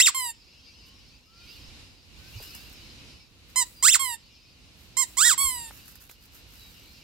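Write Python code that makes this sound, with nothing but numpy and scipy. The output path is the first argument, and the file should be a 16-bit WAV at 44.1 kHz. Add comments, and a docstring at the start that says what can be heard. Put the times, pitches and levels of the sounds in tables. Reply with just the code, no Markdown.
"""A shrill squeak from a rubber ball squeezed close by on a lawn; later two light and two hard squeezes.
Air forced out drives a plastic reed up and down in pitch; after each hard squeeze the ball refills
through the reed with a falling wheeze. Around it: a faint warbling hiss, far whistles, a low rumble,
and steps and a small dog's paws rustling in the grass."""
import sys
import numpy as np
from scipy import signal
from scipy.fft import rfft, irfft
from scipy.io import wavfile
from scipy.ndimage import uniform_filter1d, minimum_filter1d

SR = 44100
rng = np.random.default_rng(int(sys.argv[2]) if len(sys.argv) > 2 else 0)


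def generate_wav(signal):
    """Clip the signal to [-1, 1] and save it as 16-bit WAV at the path in sys.argv[1]."""
    frames = np.transpose(np.atleast_2d(signal))
    scaled = np.clip(frames, -1, 1) * 32767
    pcm = np.round(scaled).astype(np.int16)
    wavfile.write(sys.argv[1], SR, pcm)


N = 310023
TIME_S = np.arange(N) / SR
STALL_HZ, BAND_LIMIT_HZ = 899.4, 15850

# Table levels are relative; each layer applies its own gain.
# background spectra: f/Hz, level/dB
RUMBLE_SPECTRUM = [(13, -44), (22, -13), (43, -2), (65, -2), (167, -13), (274, -13.5), (426, -22),
                   (501, -20.5), (610, -26.5), (1100, -26.5), (1430, -39), (2420, -120)]
HISS_SPECTRUM = [(350, -37.5), (600, -14.5), (1140, -16.5), (1370, -7), (1620, -10), (2800, -0.5),
                 (3300, -6), (3930, -1), (9340, -18), (12000, -19), (15600, -44.5), (22000, -120)]
WARBLE_SPECTRUM = [(1500, -28), (2300, -3), (2800, 2), (3400, -6.5), (4100, -2.5), (5100, 3), (6000, -11),
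                   (7500, -15), (10000, -35.5)]
GRASS_SPECTRUM = [(400, -19), (1500, 3), (3000, -10), (7000, 0), (10000, -3), (13000, 5.5), (16000, -2.5)]
# background envelopes: t/s, level/dB
HISS_ENVELOPE = [(.42, -66.5), (.85, -63), (1.15, -64), (1.28, -70), (1.42, -61), (1.8, -55), (2.0, -65.5),
                 (2.2, -57), (3.1, -56), (3.28, -67), (3.5, -60), (4.42, -67), (4.65, -62), (4.9, -60.5),
                 (5.6, -56.5), (6.15, -67), (6.4, -60), (7.0, -61.5)]
WARBLE_ENVELOPE = [(.42, -56.5), (.68, -51), (1.14, -56), (1.27, -61.5), (1.5, -46), (1.75, -57),
                   (2.15, -60.5), (2.38, -44.5), (2.68, -50), (2.95, -50), (3.25, -55), (3.42, -81),
                   (4.36, -53), (4.75, -65), (5.8, -55.5), (6.3, -61.5), (6.62, -57), (7.0, -51.5)]
# step and handling knocks: t/s, peak/dB, f/Hz, time constant/s
KNOCKS = [(1.624, -48, 59, 0.036), (2.352, -36, 65, 0.013), (2.397, -46.5, 567, 0.0066),
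          (3.478, -50, 50.7, 0.041), (3.842, -51, 60, 0.046), (5.434, -40, 72.8, 0.02),
          (5.708, -38.5, 1230, 0.00122), (6.095, -43, 2790, 0.0019)]
# far whistles: t/s, length/s, start f/Hz, end f/Hz, level/dB
WHISTLES = [(.76, 0.33, 974, 1120, -75.5), (1.24, 0.28, 1250, 1423, -65.5), (2.181, .16, 1450, 1580, -65.5),
            (3.746, .1, 4920, 4730, -52), (6.571, 0.14, 4010, 3860, -55), (6.803, 0.19, 3940, 4230, -64)]
# feet and paws brushing grass: t/s, peak/dB, rise/s, fall/s
STEPS = [(.87, -67, .012, 0.028), (1.55, -65.5, 0.1, 0.079), (2.47, -57.5, 0.19, .27),
         (3.501, -67, 0.021, 0.12), (4.8, -66.5, 0.026, .09), (5.77, -56, 0.1, 0.065),
         (5.89, -57.5, 0.042, .06), (6.02, -57.5, 0.017, 0.05), (6.11, -58.5, .012, 0.033),
         (6.25, -63.5, 0.047, 0.026), (6.36, -58.5, 0.032, 0.045), (6.55, -62, 0.063, 0.42)]
# blades snapping: t/s, level/dB, decay/s
SNAPS = [(2.421, -34.5, 0.031), (2.548, -32, 0.017), (2.727, -39, 0.0098), (5.879, -34, 0.011),
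         (5.954, -38, 0.015), (6.093, -37.5, 0.014), (6.112, -34.5, 0.0065), (6.252, -48.5, 0.0095),
         (6.349, -36.5, 0.0067)]
# hand, body and ground echoes: left delay/s, right delay/s, level/dB
NEAR_ECHOES = [(.00062, 0.0011, -21.5), (.0019, 0.0033, -30), (.0034, .0039, -18), (.0061, 0.0083, -16),
               (.0083, 0.014, -17)]
# ball position: t/s, right minus left/dB
BALL_PAN = [(0, -3.5), (3.7, -1.5), (4.2, 2.5), (4.9, 6.5), (5.7, -5.5)]
# mouthpiece response, air out and air in: f/Hz, left/dB, right/dB
MOUTHPIECE_OUT = [(900, -4, -6.5), (2140, -10, 3), (2500.0, -3, -22.5), (3250, -0.5, 4), (4480, 2, 2.5),
                  (5360, 4, 5), (6340, 0.5, 4), (6830, -5.5, 13.5), (7640, 13.5, 20.5), (8420, -2.5, 14),
                  (9670, -9, 1), (11300, -7, 3), (12300, -10, 2), (14500.0, -21, 3.5)]
MOUTHPIECE_IN = [(1040, -4, -4.0), (2162, -9.5, 8.5), (2210, 12.5, -3.5), (3330, 1.5, 11), (3900, 4.5, 5.5),
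                 (4870, 9, 7), (6260, -11.5, 1.5), (6930, -4.5, -2.5), (7630, 5, 28.5), (7280, 24.5, 26),
                 (8670, -1.5, 17.5), (9600.0, 8, 17.5), (11700, 0, 19), (12850, 12.5, 15.5),
                 (14300, -21, 13)]
# reed registers: f/Hz, level/dB, brightness/(dB/oct), roughness/1
REGISTERS = [(880, -43, -3, 0.3), (1054, -30, 6, .48), (1280, -21.5, 0.5, .5), (1790, -26, 4.5, 1),
             (2010, -18, -3, 1), (2600, -17.5, -6.5, 0.7), (3050, -24.5, 1, 0.4), (4000, -29.5, -5.5, 0.6)]
# reed pitch following hand pressure, one curve per hard squeeze: t/s, f/Hz
SQUEEZE_PITCH = [
    [(0, 2003), (.006, 1969), (.009, 2587), (.019, 2797), (.032, 3760), (.042, 3780), (.054, 3643),
     (.062, 2804), (.071, 2388), (.076, 1870), (.087, 1207), (.104, 903)],
    [(3.825, 988), (3.842, 1109), (3.856, 1323), (3.878, 1730), (3.888, 2114), (3.892, 2544), (3.905, 2876),
     (3.916, 3575), (3.926, 3684), (3.937, 2690), (3.944, 2444), (3.949, 1783), (3.962, 1108), (3.973, 874)],
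    [(5.169, 968), (5.19, 1125), (5.205, 1220), (5.222, 1447), (5.254, 1904), (5.268, 1923), (5.285, 1877),
     (5.294, 1693), (5.312, 1303), (5.33, 1078), (5.348, 920)],
]
# hard squeezes: strength/dB, easing/(dB/s), added brightness/(dB/oct), added roughness/1
HARD_SQUEEZES = [(3, 43, -2, .05), (1, 26, 0.5, -.05), (-1.33, 6, -1.7, 0.087)]
# light squeezes: start/s, top/s, end/s, top f/Hz, level/dB, brightness/(dB/oct)
LIGHT_SQUEEZES = [(3.558, 3.584, 3.638, 1029, -28, 4), (4.968, 4.999, 5.046, 1070, -31.5, 5)]
# refills: start/s, top/s, end/s, top f/Hz, bend/1, level/dB, fade/dB, top and stall brightness/(dB/oct)
REFILLS = [(.145, 0.157, .32, 1064, 1.05, -30.5, 10.5, 4, 8.8),
           (3.993, 4.009, 4.161, 1091, 1.3, -30, 8.5, 3.5, 3),
           (5.377, 5.418, 5.708, 1113, 1.61, -29.5, 20.1, 9.5, 9.4)]


def amp(db):
    """Decibels to gain."""
    return 10 ** (np.asarray(db) / 20)


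def unit(x):
    """Scale to rms 1."""
    return x / np.sqrt(np.mean(x ** 2) + 1e-20)


def at_time(points, t):
    """Interpolate over time."""
    return np.interp(t, *np.transpose(points))


def at_hz(points, hz):
    """Interpolate over log frequency."""
    f, value = np.transpose(points)
    return np.interp(np.log(hz + 1), np.log(f + 1), value)


def add(mix, start_s, sound):
    """Mix in a sound at start_s."""
    part = mix[:, max(round(start_s * SR), 0):][:, :sound.shape[-1]]
    part += sound[..., :part.shape[1]]


def colour(x, spectrum):
    """Minimum-phase filter; rows: f/Hz, gain/dB."""
    log_gain = np.log(amp(at_hz(spectrum, abs(np.fft.fftfreq(2048, 1 / SR)))))
    taps = np.fft.ifft(np.exp(np.conj(signal.hilbert(log_gain)))).real
    return signal.oaconvolve(x, taps[:1024])[:len(x)]


def wander(cutoff_hz, size):
    """Low-passed random motion, rms 1."""
    f = np.fft.rfftfreq(size, 1 / SR)
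    return unit(irfft(rfft(rng.standard_normal(size)) / (1 + (f / cutoff_hz) ** 4), size))


def stereo_noise(spectrum, correlation):
    """Coloured noise pair, rms 1."""
    left, other = rng.standard_normal((2, N))
    right = correlation * left + np.sqrt(1 - correlation ** 2) * other
    return unit(np.array([colour(v, spectrum) for v in (left, right)]))


def pan(right_db):
    """Left and right gains."""
    return amp(np.array([[-.5], [.5]]) * right_db)


def rumble(gain_db=-55, follow=.8):
    """Outdoor rumble partly following the hiss level, plus soft knocks of steps and handling."""
    low_cut = signal.butter(3, 34, "high", fs=SR)
    envelope = unit(amp(at_time(HISS_ENVELOPE, TIME_S)) ** follow)
    out = signal.lfilter(*low_cut, stereo_noise(RUMBLE_SPECTRUM, .7)) * envelope * amp(gain_db)
    for start_s, db, hz, tau_s in KNOCKS:
        t = np.arange(0, 8 * tau_s, 1 / SR)
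        cycles = np.cumsum(hz * (1 + .42 * wander(hz / 2, len(t)))) / SR
        add(out, start_s, amp(db) * t / tau_s * np.exp(1 - t / tau_s) * np.sin(2 * np.pi * cycles))
    return out * pan(3.2)


def hiss(noise_db=4, warble_db=-4, bend=.1, blur=.02, spread_db=2, count=3200):
    """Outdoor hiss, warbling with many short, blurred, gliding tones."""
    warble = np.zeros((2, N))
    wobble = blur * wander(180, N)
    draws = zip(rng.random((count, 4)), rng.standard_normal((count, 2)))
    for (when, height, span, side), (slide, size) in draws:
        u = np.linspace(0, 1, int((.029 + .06 * span) * SR))
        drift = wobble[int(side * (N - len(u))):][:len(u)]
        hz = (2200 + 4800 * height) * (1 + bend * slide * u + drift)
        tone = np.sin(2 * np.pi * np.cumsum(hz) / SR) * np.sin(np.pi * u)
        add(warble, when * N / SR, amp(spread_db * min(size, 1.8)) * pan(24 * (side - .5)) * tone)
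    warble = unit(np.array([colour(v, WARBLE_SPECTRUM) for v in warble]))
    warble *= amp(warble_db + at_time(WARBLE_ENVELOPE, TIME_S))
    return warble + amp(noise_db + at_time(HISS_ENVELOPE, TIME_S)) * stereo_noise(HISS_SPECTRUM, 0)


def whistles(waver=.008):
    """Thin far tones that swell, slide to a plateau and fade."""
    out = np.zeros((2, N))
    for start_s, length_s, start_hz, end_hz, db in WHISTLES:
        u = np.linspace(0, 1, int(length_s * SR))
        hz = start_hz + (end_hz - start_hz) * np.sin(np.pi * u / 2)
        hz *= 1 + waver * wander(90, len(u))
        tone = np.sqrt(2) * np.sin(2 * np.pi * np.cumsum(hz) / SR)
        add(out, start_s, amp(db) * np.sin(np.pi * u) * tone)
    return out


def crackle(size, grains_per_s=2500, spread_db=4):
    """Crushed blades: tiny clicks over noise, rms 1."""
    clicks = rng.standard_normal((2, size)) * (rng.random((2, size)) < grains_per_s / SR)
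    clicks *= amp(spread_db * np.minimum(rng.exponential(1, (2, size)), 4))
    grains = unit(clicks) + .6 * rng.standard_normal((2, size))
    return unit(np.array([colour(v, GRASS_SPECTRUM) for v in grains]))


def grass(rustle_db=5, snap_db=-9, still_db=-80):
    """Feet and paws brush the grass in swells and snap blades."""
    brushing = np.full(N, amp(still_db))
    for peak_s, db, rise_s, fall_s in STEPS:
        width_s = np.where(TIME_S < peak_s, rise_s, fall_s)
        brushing += amp(db) * np.exp(-((TIME_S - peak_s) / width_s) ** 2)
    out = crackle(N) * brushing * amp(rustle_db)
    t = np.arange(SR // 10) / SR
    for start_s, db, decay_s in SNAPS:
        add(out, start_s, amp(db + snap_db) * np.exp(-t / decay_s) * crackle(len(t)))
    return out * pan(1.9)


def yard_echoes(x, gain_db=-25, t60_s=.25, first_s=.0036, echoes_per_s=2000):
    """Weak scatter from the ground and the house wall."""
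    t = np.arange(SR // 2) / SR
    taps = rng.standard_normal((2, len(t))) * (rng.random((2, len(t))) < echoes_per_s / SR)
    taps *= (t > first_s) * amp(-60 * t / t60_s)
    taps /= np.linalg.norm(taps, axis=1, keepdims=True)
    sent = colour(x.mean(0), [(900, 6.5), (2500, 12), (5000, 10.5), (8000, 7), (14000, -5)])
    return amp(gain_db) * signal.fftconvolve(sent[None], taps, axes=1)[:, :N]


def near_echoes(x):
    """Short echoes comb the direct sound: gliding overtones swell and dip."""
    out = np.zeros((2, N))
    for left_s, right_s, db in NEAR_ECHOES:
        for ear, delay_s in enumerate((left_s, right_s)):
            add(out[ear:ear + 1], delay_s, amp(db) * x[ear])
    return out


def intakes(gain_db=-52, rise_s=.012, fade_s=.16):
    """After a light squeeze, air rushes back too gently to sound the reed."""
    out = np.zeros((2, N))
    t = np.arange(SR // 5) / SR
    envelope = amp(gain_db) * (1 - np.exp(-t / rise_s)) * np.exp(-t / fade_s)
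    spectrum = [(400, -40), (1200, -1), (2600, -18.5), (5000, -3.5), (9000, 4), (13000, 3), (16000, 5.5)]
    for _, _, end_s, *_ in LIGHT_SQUEEZES:
        rush = unit(colour(rng.standard_normal(len(t)), spectrum))
        add(out, end_s, envelope * rush * pan(at_time(BALL_PAN, end_s) + 5))
    return out


def edges_db(t, release_s, release_db, onset_db=5, onset_s=.0014):
    """The reed's swing builds at the start of a stroke and drops at its end."""
    release = np.maximum(1 - (t[-1] - t) / release_s, 0)
    return -onset_db * np.exp(-(t - t[0]) / onset_s) - release_db * release


def refill(start_s, top_s, end_s, top_hz, bend, db, fade_db, top_bright, stall_bright,
           scoop_hz_per_s2=30000, build_db_per_s=70, knee_s=.01248):
    """Stroke: the rubber springs back; pitch and level sink as suction runs out."""
    t = np.linspace(start_s, end_s, 200)
    early_s = np.maximum(top_s - t, 0)
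    spent_s = np.hypot(np.maximum(t - top_s, 0), knee_s) - knee_s
    suction = (1 - spent_s / spent_s[-1]) ** bend
    hz = STALL_HZ + (top_hz - STALL_HZ) * suction - scoop_hz_per_s2 * early_s ** 2
    level_db = db - fade_db * (1 - suction) ** 1.38 - build_db_per_s * early_s
    level_db += edges_db(t, release_s=.016, release_db=14)
    bright = stall_bright + (top_bright - stall_bright) * suction
    rough = .3 + .34 * (1 - suction)
    return t, hz, level_db, bright, rough


def light_squeeze(start_s, top_s, end_s, top_hz, db, bright, arch=2.1, swell_db=4):
    """Stroke: one low, clean arch, weaker and rougher near the stall."""
    t = np.linspace(start_s, end_s, 200)
    slack = abs((t - top_s) / (end_s - top_s)) ** arch
    hz = top_hz - (top_hz - STALL_HZ) * slack
    level_db = db - swell_db * np.sqrt(slack) + edges_db(t, release_s=.011, release_db=13)
    rough = .068 + .6 * slack
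    return t, hz, level_db, np.full_like(t, bright), rough


def hard_squeeze(pitch_curve, strength_db, easing_db_per_s, brighter, rougher):
    """Stroke: the reed is overblown; its register sets level, brightness and roughness."""
    t = np.linspace(pitch_curve[0][0], pitch_curve[-1][0], 200)
    hz = at_time(pitch_curve, t)
    level_db, bright, rough = (at_hz(np.array(REGISTERS)[:, [0, k]], hz) for k in (1, 2, 3))
    flutter_db = unit(uniform_filter1d(rng.standard_normal(len(t)), 6))
    level_db += strength_db - easing_db_per_s * (t - t[0]) + flutter_db
    return t, hz, level_db, bright + brighter, rough + rougher


def reed(stroke, mouthpiece, jitter_cycles, air_db, slope_db_per_oct, waver, gain_db, top_cut_db=0):
    """A plastic reed chops the air; buzz and turbulence ring the mouthpiece. Returns start/s, sound."""
    stroke_s, *curves = stroke
    start_s, end_s = stroke_s[0], stroke_s[-1]
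    t = np.arange(start_s, end_s + .05, 1 / SR)
    hz, level_db, bright_db_per_oct, rough = (np.interp(t, stroke_s, c) for c in curves)
    rough = np.clip(rough, 0, 1)
    cycles = np.cumsum(hz * (1 + waver * wander(70, len(t)))) / SR
    # just under the upper register only every fourth beat is alike
    stumble = np.exp(-((hz - 1930) / 130) ** 4)
    cycles += .056 * stumble * (np.sin(np.pi * cycles / 2) + .73 * np.sin(np.pi * cycles))
    cycles += jitter_cycles * rough * (1 - .43 * stumble) * wander(660, len(t))
    buzz = np.zeros(len(t))
    for k in range(1, 18):
        treble_oct = np.clip(np.log2(k * hz / 3500), 0, 1)
        rolloff_db = slope_db_per_oct * np.log2(k) + top_cut_db * max(k - 11.5, 0)
        gain = amp(bright_db_per_oct * treble_oct - rolloff_db) * (k * hz < BAND_LIMIT_HZ + 1000)
        buzz += np.sqrt(2) * gain * np.sin(2 * np.pi * k * cycles)
    buzz *= np.clip((end_s - t) / .0013 + 1, 0, 1)
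    # turbulence escapes at each opening
    air_spectrum = [(400, -28), (1500, -10), (4000, 0), (8000, .5), (11000, -1), (16000, -1)]
    air = colour(rng.standard_normal(len(t)), air_spectrum)
    air *= amp(air_db) * rough * (1 - .2 * stumble) * (1 + 1.2 * np.cos(2 * np.pi * cycles))
    air *= np.exp(-np.maximum(t - end_s, 0) / .011)
    attack = 1 - np.exp(-((t - start_s) / .00068) ** 2)
    source = (buzz + air) * attack * amp(level_db + gain_db)
    heard = np.array([colour(source, np.array(mouthpiece)[:, [0, ear]]) for ear in (1, 2)])
    return start_s, heard * pan(at_time(BALL_PAN, t))


def ball():
    """Squeezing blows the reed hard and rough; refilling draws it gently and more cleanly."""
    out = np.zeros((2, N))
    blown = dict(mouthpiece=MOUTHPIECE_OUT, jitter_cycles=.009, air_db=-9.5, slope_db_per_oct=5)
    drawn = dict(mouthpiece=MOUTHPIECE_IN, jitter_cycles=.004, air_db=-20, slope_db_per_oct=8)
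    for curve, row in zip(SQUEEZE_PITCH, HARD_SQUEEZES):
        add(out, *reed(hard_squeeze(curve, *row), **blown, waver=.0012, gain_db=1.8))
    for row in LIGHT_SQUEEZES:
        add(out, *reed(light_squeeze(*row), **blown, waver=.0015, gain_db=.93, top_cut_db=.9))
    for row in REFILLS:
        add(out, *reed(refill(*row), **drawn, waver=.0029, gain_db=-1.15, top_cut_db=.5))
    return out


def scene():
    """The ball close by, the yard around it."""
    squeaks = ball()
    toy = squeaks + near_echoes(squeaks) + yard_echoes(squeaks) + intakes()
    return toy + hiss() + whistles() + rumble() + grass()


def record(dry, ceiling=.88):
    """Fast peak limiter, then low-pass."""
    needed_gain = np.minimum(1, ceiling / (abs(dry).max(0) + 1e-9))
    gain = uniform_filter1d(minimum_filter1d(needed_gain, size=129), size=129)
    low_pass = signal.firwin(511, BAND_LIMIT_HZ, window=("kaiser", 9), fs=SR)
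    return signal.oaconvolve(dry * gain, low_pass[None], "same")


dry = scene()
out = record(dry)
generate_wav(out)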